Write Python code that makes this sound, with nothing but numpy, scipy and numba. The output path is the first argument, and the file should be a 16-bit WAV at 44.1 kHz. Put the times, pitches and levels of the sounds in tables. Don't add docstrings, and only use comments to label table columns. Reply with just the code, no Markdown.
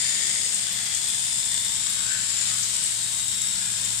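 import sys
import numpy as np
from scipy import signal
from scipy.fft import rfft, irfft
from scipy.io import wavfile
from scipy.ndimage import uniform_filter1d
from numba import njit

SR = 44100
rng = np.random.default_rng(int(sys.argv[2]) if len(sys.argv) > 2 else 0)


def to_wav(s):
    ch = np.atleast_2d(s).T
    pcm = np.round(np.clip(ch, -1, 1) * 32767)
    wavfile.write(sys.argv[1], SR, pcm.astype(np.int16))


N = 176400
TIME = np.arange(N) / SR

# pitch in Hz, level in dB.
FAN_HUM = [(58.5, -64), (112.6, -55.5), (183.5, -58.5)]
# frequency in Hz, relative gain in dB.
FAN_RUMBLE_EQ = [(10, -30), (25, -16), (40, -5), (60, -1.5), (88, -4), (130, 0), (155, -1), (195, 1),
                 (240, -4), (300, -14), (600, -23), (1500, -35)]
# frequency in Hz, tilt in dB, of which each side takes a share.
LEFT_TILT = [(300, 3.5), (900, 2.5), (1450, 5.5), (2100, 11.5), (2500, 7.5), (3500, 6.5), (6100, 10.5),
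             (7000, 15.5), (7800, 17.5), (8600, 6.5), (10500, 6.5), (15000, 11)]

# time in seconds, relative level in dB.
FOAM_LEVEL = [(0, -61), (.8, -49), (1.1, -51), (1.4, -49), (1.65, -46), (1.9, -64), (2.1, -65),
              (2.45, -60.5), (2.6, -46), (2.8, -59), (3.05, -48), (3.4, -49), (3.6, -52), (4, -48)]
# start in seconds, relative peak in dB.
SALIVA_TICKS = [(.083, -29), (.730, -22), (1.643, -29), (1.719, -27), (1.896, -22), (2.542, -29),
                (2.682, -26), (2.941, -27), (3.200, -29), (3.417, -27), (3.474, -27), (3.956, -26)]
# start in seconds, relative peak in dB, ring pitch in Hz.
TOOTH_KNOCKS = [(.524, -23, 7700), (.544, -20, 7900), (.948, -20, 7900), (1.084, -22, 8900),
                (1.325, -28, 7550), (1.385, -24.5, 7900), (1.9, -25, 9100), (2.633, -20, 6240),
                (2.744, -25, 8150), (2.839, -17, 8500), (3.281, -21, 8000), (3.418, -18.5, 8200),
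                (3.848, -19.5, 7550)]
# time in seconds, relative level in dB.
BRISTLE_LEVEL = [(0, -38), (.35, -31), (.55, -36), (.63, -38), (.88, -33.5), (.97, -34), (1.22, -34),
                 (1.4, -30.5), (1.8, -30.5), (2.1, -31.5), (2.55, -31.5), (2.85, -31), (3.2, -30),
                 (3.45, -32), (3.72, -33), (4, -29)]

# multiple of the stroke rate, relative level in dB.
GEAR_PARTIALS = [(15, -22), (30, -16), (53, 0), (78, -10), (106, -4)]
# time in seconds, relative level in dB.
GEAR_LEVEL = [(0, -46), (.35, -46), (.6, -54), (1.1, -53), (1.6, -50), (2.0, -48), (2.3, -55), (2.85, -51),
              (3, -46), (3.24, -47), (3.32, -42), (3.55, -42.5), (3.64, -49), (4, -50)]
MESH_LEVEL = [(0, -47), (.62, -49), (.7, -41), (1.03, -40.5), (1.13, -38), (1.23, -43.5), (1.45, -43),
              (1.7, -40.5), (2.03, -41.5), (2.2, -54), (2.55, -52), (2.72, -46), (2.9, -49), (3.1, -44),
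              (3.55, -46), (4, -46)]
MESH_UPPER_LEVEL = [(0, -50), (.6, -46), (.9, -50), (1.25, -46), (1.85, -46.5), (2.05, -54), (3.2, -54),
                    (3.35, -45.5), (3.8, -45.5), (4, -50)]

# time in seconds, pitch in Hz, relative level in dB.
HEAD_RING = [(0, 7170, -29), (.33, 6880, -33.5), (.65, 7060, -37.5), (1, 6950, -39), (1.3, 7100, -38),
             (1.7, 7270, -38), (2, 7700, -34.5), (2.25, 7450, -33.5), (2.42, 7150, -31), (2.7, 7350, -50),
             (3.2, 8200, -50), (3.55, 7760, -34), (4, 6940, -46)]
HEAD_UPPER_RING = [(0, 8650, -30.5), (.35, 8630, -30.5), (.7, 8430, -33.5), (1, 8420, -32.5),
                   (1.3, 8760, -30.5), (1.7, 8570, -34), (2.15, 8930, -37.5), (2.45, 8700, -32.5),
                   (2.9, 8700, -33), (3.3, 8660, -36), (4, 8700, -33)]
NECK_RING = [(0, 4900, -38), (.35, 5000, -37.5), (.7, 5020, -50), (1.45, 5080, -40), (1.8, 5200, -48),
             (2.4, 5220, -42), (3.15, 5030, -47.5), (4, 5400, -45)]
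SHAFT_RING = [(0, 3560, -39), (.12, 3610, -35.5), (.35, 3560, -41), (.6, 3560, -41.5), (.95, 3500, -50),
              (1.2, 3500, -44), (1.65, 3480, -41.5), (1.95, 3600, -45), (2.2, 3600, -58), (2.46, 3500, -41),
              (2.7, 3560, -50), (3.3, 3520, -45), (4, 3560, -47)]
MOUTH_RING = [(0, 1990, -41), (.3, 2000, -39.5), (.44, 2030, -44), (.5, 1910, -51), (.8, 1910, -44),
              (1.3, 2020, -54), (1.8, 1770, -53), (2.03, 1450, -42), (2.15, 1640, -36.5), (2.28, 1750, -65),
              (2.53, 1230, -42.5), (2.75, 1590, -77), (3.45, 1410, -47), (4, 1660, -54.5)]
CHEEK_RING = [(0, 476, -56), (.45, 450, -53), (.9, 746, -57.5), (1.7, 935, -51), (2.3, 870, -57.5),
              (4, 846, -54.5)]

# time in seconds, relative level in dB.
RATTLE_LEVEL = [(0, -38), (.33, -41), (.45, -41.5), (.65, -40.5), (1, -41), (1.4, -41.5), (1.9, -40),
                (2.15, -40.5), (2.38, -38.5), (2.55, -40), (2.8, -40.5), (3.3, -42.5), (3.7, -41.5),
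                (4, -40.5)]
# frequency in Hz, relative gain in dB.
RATTLE_EQ = [(60, -27), (250, -18), (500, -14.5), (800, -12.5), (1200, -10.5), (1600, -5.5), (2100, -4.5),
             (2550, -4.5), (3200, 1), (4600, 0.5), (6100, -2.5), (7000, -2.5), (8600, -12.5), (9400, -4),
             (10800, -11.5), (13000, -20.5), (15500, -25)]
LINKAGE_SLAPS = [(0.098, 0.75), (0.432, 0.95), (0.622, 0.33)]
# time in seconds, strokes per second.
STROKE_RATE = [(0, 68.1), (.22, 68.6), (.33, 68.2), (.48, 67.1), (.55, 67.7), (.73, 67), (.83, 65.9),
               (.92, 65.6), (1.03, 66.1), (1.22, 68.2), (1.62, 67.5), (1.92, 70.9), (2.17, 72.6),
               (2.43, 69.8), (2.72, 72.1), (2.95, 71.2), (3.22, 70.8), (3.29, 70.3), (3.55, 70.35),
               (3.63, 68.9), (3.76, 69.3), (4, 68.7)]


def from_db(db):
    return 10 ** (np.asarray(db) / 20)


def unit_power(x):
    return x / np.sqrt(np.mean(x ** 2) + 1e-20)


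def automation(rows):
    times, *columns = np.transpose(rows)
    return [np.interp(TIME, times, column) for column in columns]


def equalise(x, points, share=1):
    hz, db = np.transpose(points)
    size = N + 4096
    bins_hz = np.maximum(np.fft.rfftfreq(size, 1 / SR), 1)
    gain = from_db(share * np.interp(np.log(bins_hz), np.log(hz), db))
    return irfft(rfft(x, size) * gain)[..., :N]


def drift(per_s):
    knots = rng.standard_normal(N // 20)
    return np.interp(TIME * per_s + rng.random(), np.arange(len(knots)), knots) * np.sqrt(3 / 2)


@njit
def resonate(x, angle, radius):
    y = np.zeros(len(x))
    for i in range(2, len(x)):
        push = (1 - radius * radius) / 2 * (x[i] - x[i - 2])
        y[i] = push + 2 * radius * np.cos(angle[i]) * y[i - 1] - radius * radius * y[i - 2]
    return y


def ring(x, hz, width_hz):
    angle = 2 * np.pi * hz / SR * np.ones(N)
    radius = np.exp(-np.pi * np.pi / 2 * width_hz / SR)
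    return unit_power(resonate(resonate(x, angle, radius), angle, radius))


def sustain(x, window_s=.07):
    power = uniform_filter1d(x * x, size=int(window_s * SR))
    return x / np.sqrt(np.maximum(power, 1e-9))


def bursts(rows, decay_s, stage_width_hz):
    out = np.zeros(N)
    age = np.arange(SR // 20) / SR
    radius = np.exp(-np.pi * stage_width_hz / SR)
    for start_s, db, hz in rows:
        puff = rng.standard_normal(len(age)) * np.exp(-age / decay_s)
        angle = np.full(len(age), 2 * np.pi * hz / SR)
        hit = resonate(resonate(puff, angle, radius), angle, radius)
        start = int(start_s * SR)
        out[start:start + len(age)] += (from_db(db) * hit / np.abs(hit).max())[:N - start]
    return out


def crackle_sizes(spread_db=2.5):
    return from_db(spread_db * np.minimum(rng.exponential(1, N), 3))


def chatter(strokes, force, loose, change_per_s=2.52):
    patterns = signal.resample(rng.standard_normal((4, 512)), 4096, axis=1)
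    weights = np.array([drift(change_per_s) for _ in patterns])
    looped = patterns[:, (strokes % 1 * patterns.shape[1]).astype(int)]
    contacts = unit_power(np.sum(weights * looped, axis=0) / np.linalg.norm(weights, axis=0))
    friction = rng.standard_normal(N)
    return unit_power(force * (np.sqrt(1 - loose) * contacts + np.sqrt(loose) * friction))


def fan(waver_db=2.5, rumble_db=-53):
    hum = 0
    for hz, db in FAN_HUM:
        gain = from_db(db + waver_db * drift(4.2)) * np.sqrt(2)
        hum += gain * np.sin(2 * np.pi * hz * TIME + np.pi / 10 * drift(10))
    mid, side = from_db(rumble_db) * unit_power(equalise(rng.standard_normal((2, N)), FAN_RUMBLE_EQ))
    return hum + mid + from_db(-28) * side * np.array([[1], [-1]])


def tile_echoes(x, t60_s=.73, change_per_s=3.5):
    age = np.arange(SR // 2) / SR
    running = np.pad(x, (len(age) - 1, 0), mode="reflect")
    place = TIME * change_per_s
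    out = np.zeros(N)
    for k in range(int(place[-1]) + 2):
        near = np.flatnonzero(np.abs(place - k) < 1)
        tail = rng.standard_normal(len(age)) * from_db(-60 * age / t60_s) * (age > .002)
        tail /= np.linalg.norm(tail)
        echoes = signal.fftconvolve(running[near[0]:near[-1] + len(age)], tail, "valid")
        out[near] += np.cos(np.pi / 2 * (place[near] - k)) * echoes
    return out


def bathroom(x, right_lag_s=7 / SR):
    left = from_db(-3.5) * tile_echoes(x) + from_db(-3) * x
    right = tile_echoes(x) + from_db(-22) * np.interp(TIME - right_lag_s, TIME, x)
    return np.array([equalise(left, LEFT_TILT, share=.4), equalise(right, LEFT_TILT, share=-.29)])


def foam(pops_per_s=450):
    db, = automation(FOAM_LEVEL)
    pops = (rng.random(N) < pops_per_s / SR) * crackle_sizes()
    floor = 1e-12 * rng.standard_normal(N)
    return from_db(db) * ring(pops + floor, hz=11800, width_hz=5000)


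def saliva(hz=11500):
    return bursts([(start_s, db, hz) for start_s, db in SALIVA_TICKS], decay_s=.002, stage_width_hz=6500)


def knocks():
    return from_db(8) * bursts(TOOTH_KNOCKS, decay_s=.004, stage_width_hz=2200)


def bristles(force, snaps_per_s=1600):
    db, = automation(BRISTLE_LEVEL)
    snaps = (rng.random(N) < snaps_per_s / SR) * rng.choice([-1, 1], N) * crackle_sizes()
    return from_db(db) * ring(snaps * force, hz=7790, width_hz=1070)


def gear_tones(strokes, waver_db=2):
    db, = automation(GEAR_LEVEL)
    out = 0
    for multiple, partial_db in GEAR_PARTIALS:
        gain = from_db(db + partial_db + waver_db * drift(5.99)) * np.sqrt(2)
        out += gain * np.sin(2 * np.pi * multiple * strokes)
    return out


def gear_mesh(strokes, stroke_hz, force):
    out = 0
    for fader, multiple, width_hz in [(MESH_LEVEL, 52.2, 125), (MESH_UPPER_LEVEL, 77.4, 190)]:
        db, = automation(fader)
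        grind = chatter(strokes, force, loose=.3)
        out += from_db(db) * sustain(ring(grind, multiple * stroke_hz, width_hz))
    return out


def brush_and_mouth(strokes, force):
    def resonance(curve, push, width_hz, loose):
        hz, db = automation(curve)
        return from_db(db) * sustain(ring(chatter(strokes, push, loose), hz, width_hz))

    hard_slaps = force ** 2.2
    return (resonance(HEAD_RING, force, width_hz=380, loose=.98)
            + resonance(HEAD_UPPER_RING, force, width_hz=480, loose=.98)
            + resonance(NECK_RING, force, width_hz=280, loose=.98)
            + resonance(SHAFT_RING, force, width_hz=330, loose=.7)
            + resonance(MOUTH_RING, hard_slaps, width_hz=220, loose=.42)
            + resonance(CHEEK_RING, hard_slaps, width_hz=320, loose=.8))


def housing_rattle(strokes, force):
    db, = automation(RATTLE_LEVEL)
    rattle = equalise(chatter(strokes, force, loose=.96), RATTLE_EQ)
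    return from_db(db + 8) * unit_power(rattle)


def linkage_force(strokes, decay_strokes=.058, steady_force=.5, max_scatter_db=4):
    slaps = sum(strength * np.exp(-((strokes - place) % 1) / decay_strokes)
                for place, strength in LINKAGE_SLAPS)
    return (steady_force + slaps) * from_db(max_scatter_db * np.tanh(drift(200) / 2))


def scene():
    stroke_hz, = automation(STROKE_RATE)
    stroke_hz *= 1 + .0015 * drift(40)
    strokes = np.cumsum(stroke_hz) / SR
    force = linkage_force(strokes)
    buzz = housing_rattle(strokes, force) + brush_and_mouth(strokes, force)
    brush = buzz + bristles(force) + foam() + saliva() + knocks()
    whine = gear_tones(strokes) + gear_mesh(strokes, stroke_hz, force)
    direct_whine = np.array([whine, from_db(-2) * whine])
    return bathroom(brush + from_db(-10) * whine) + direct_whine + fan()


def record(dry):
    cutoff_hz = 15500
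    return signal.sosfilt(signal.ellip(12, .1, 90, cutoff_hz, fs=SR, output="sos"), dry)


dry = scene()
out = record(dry)
to_wav(out)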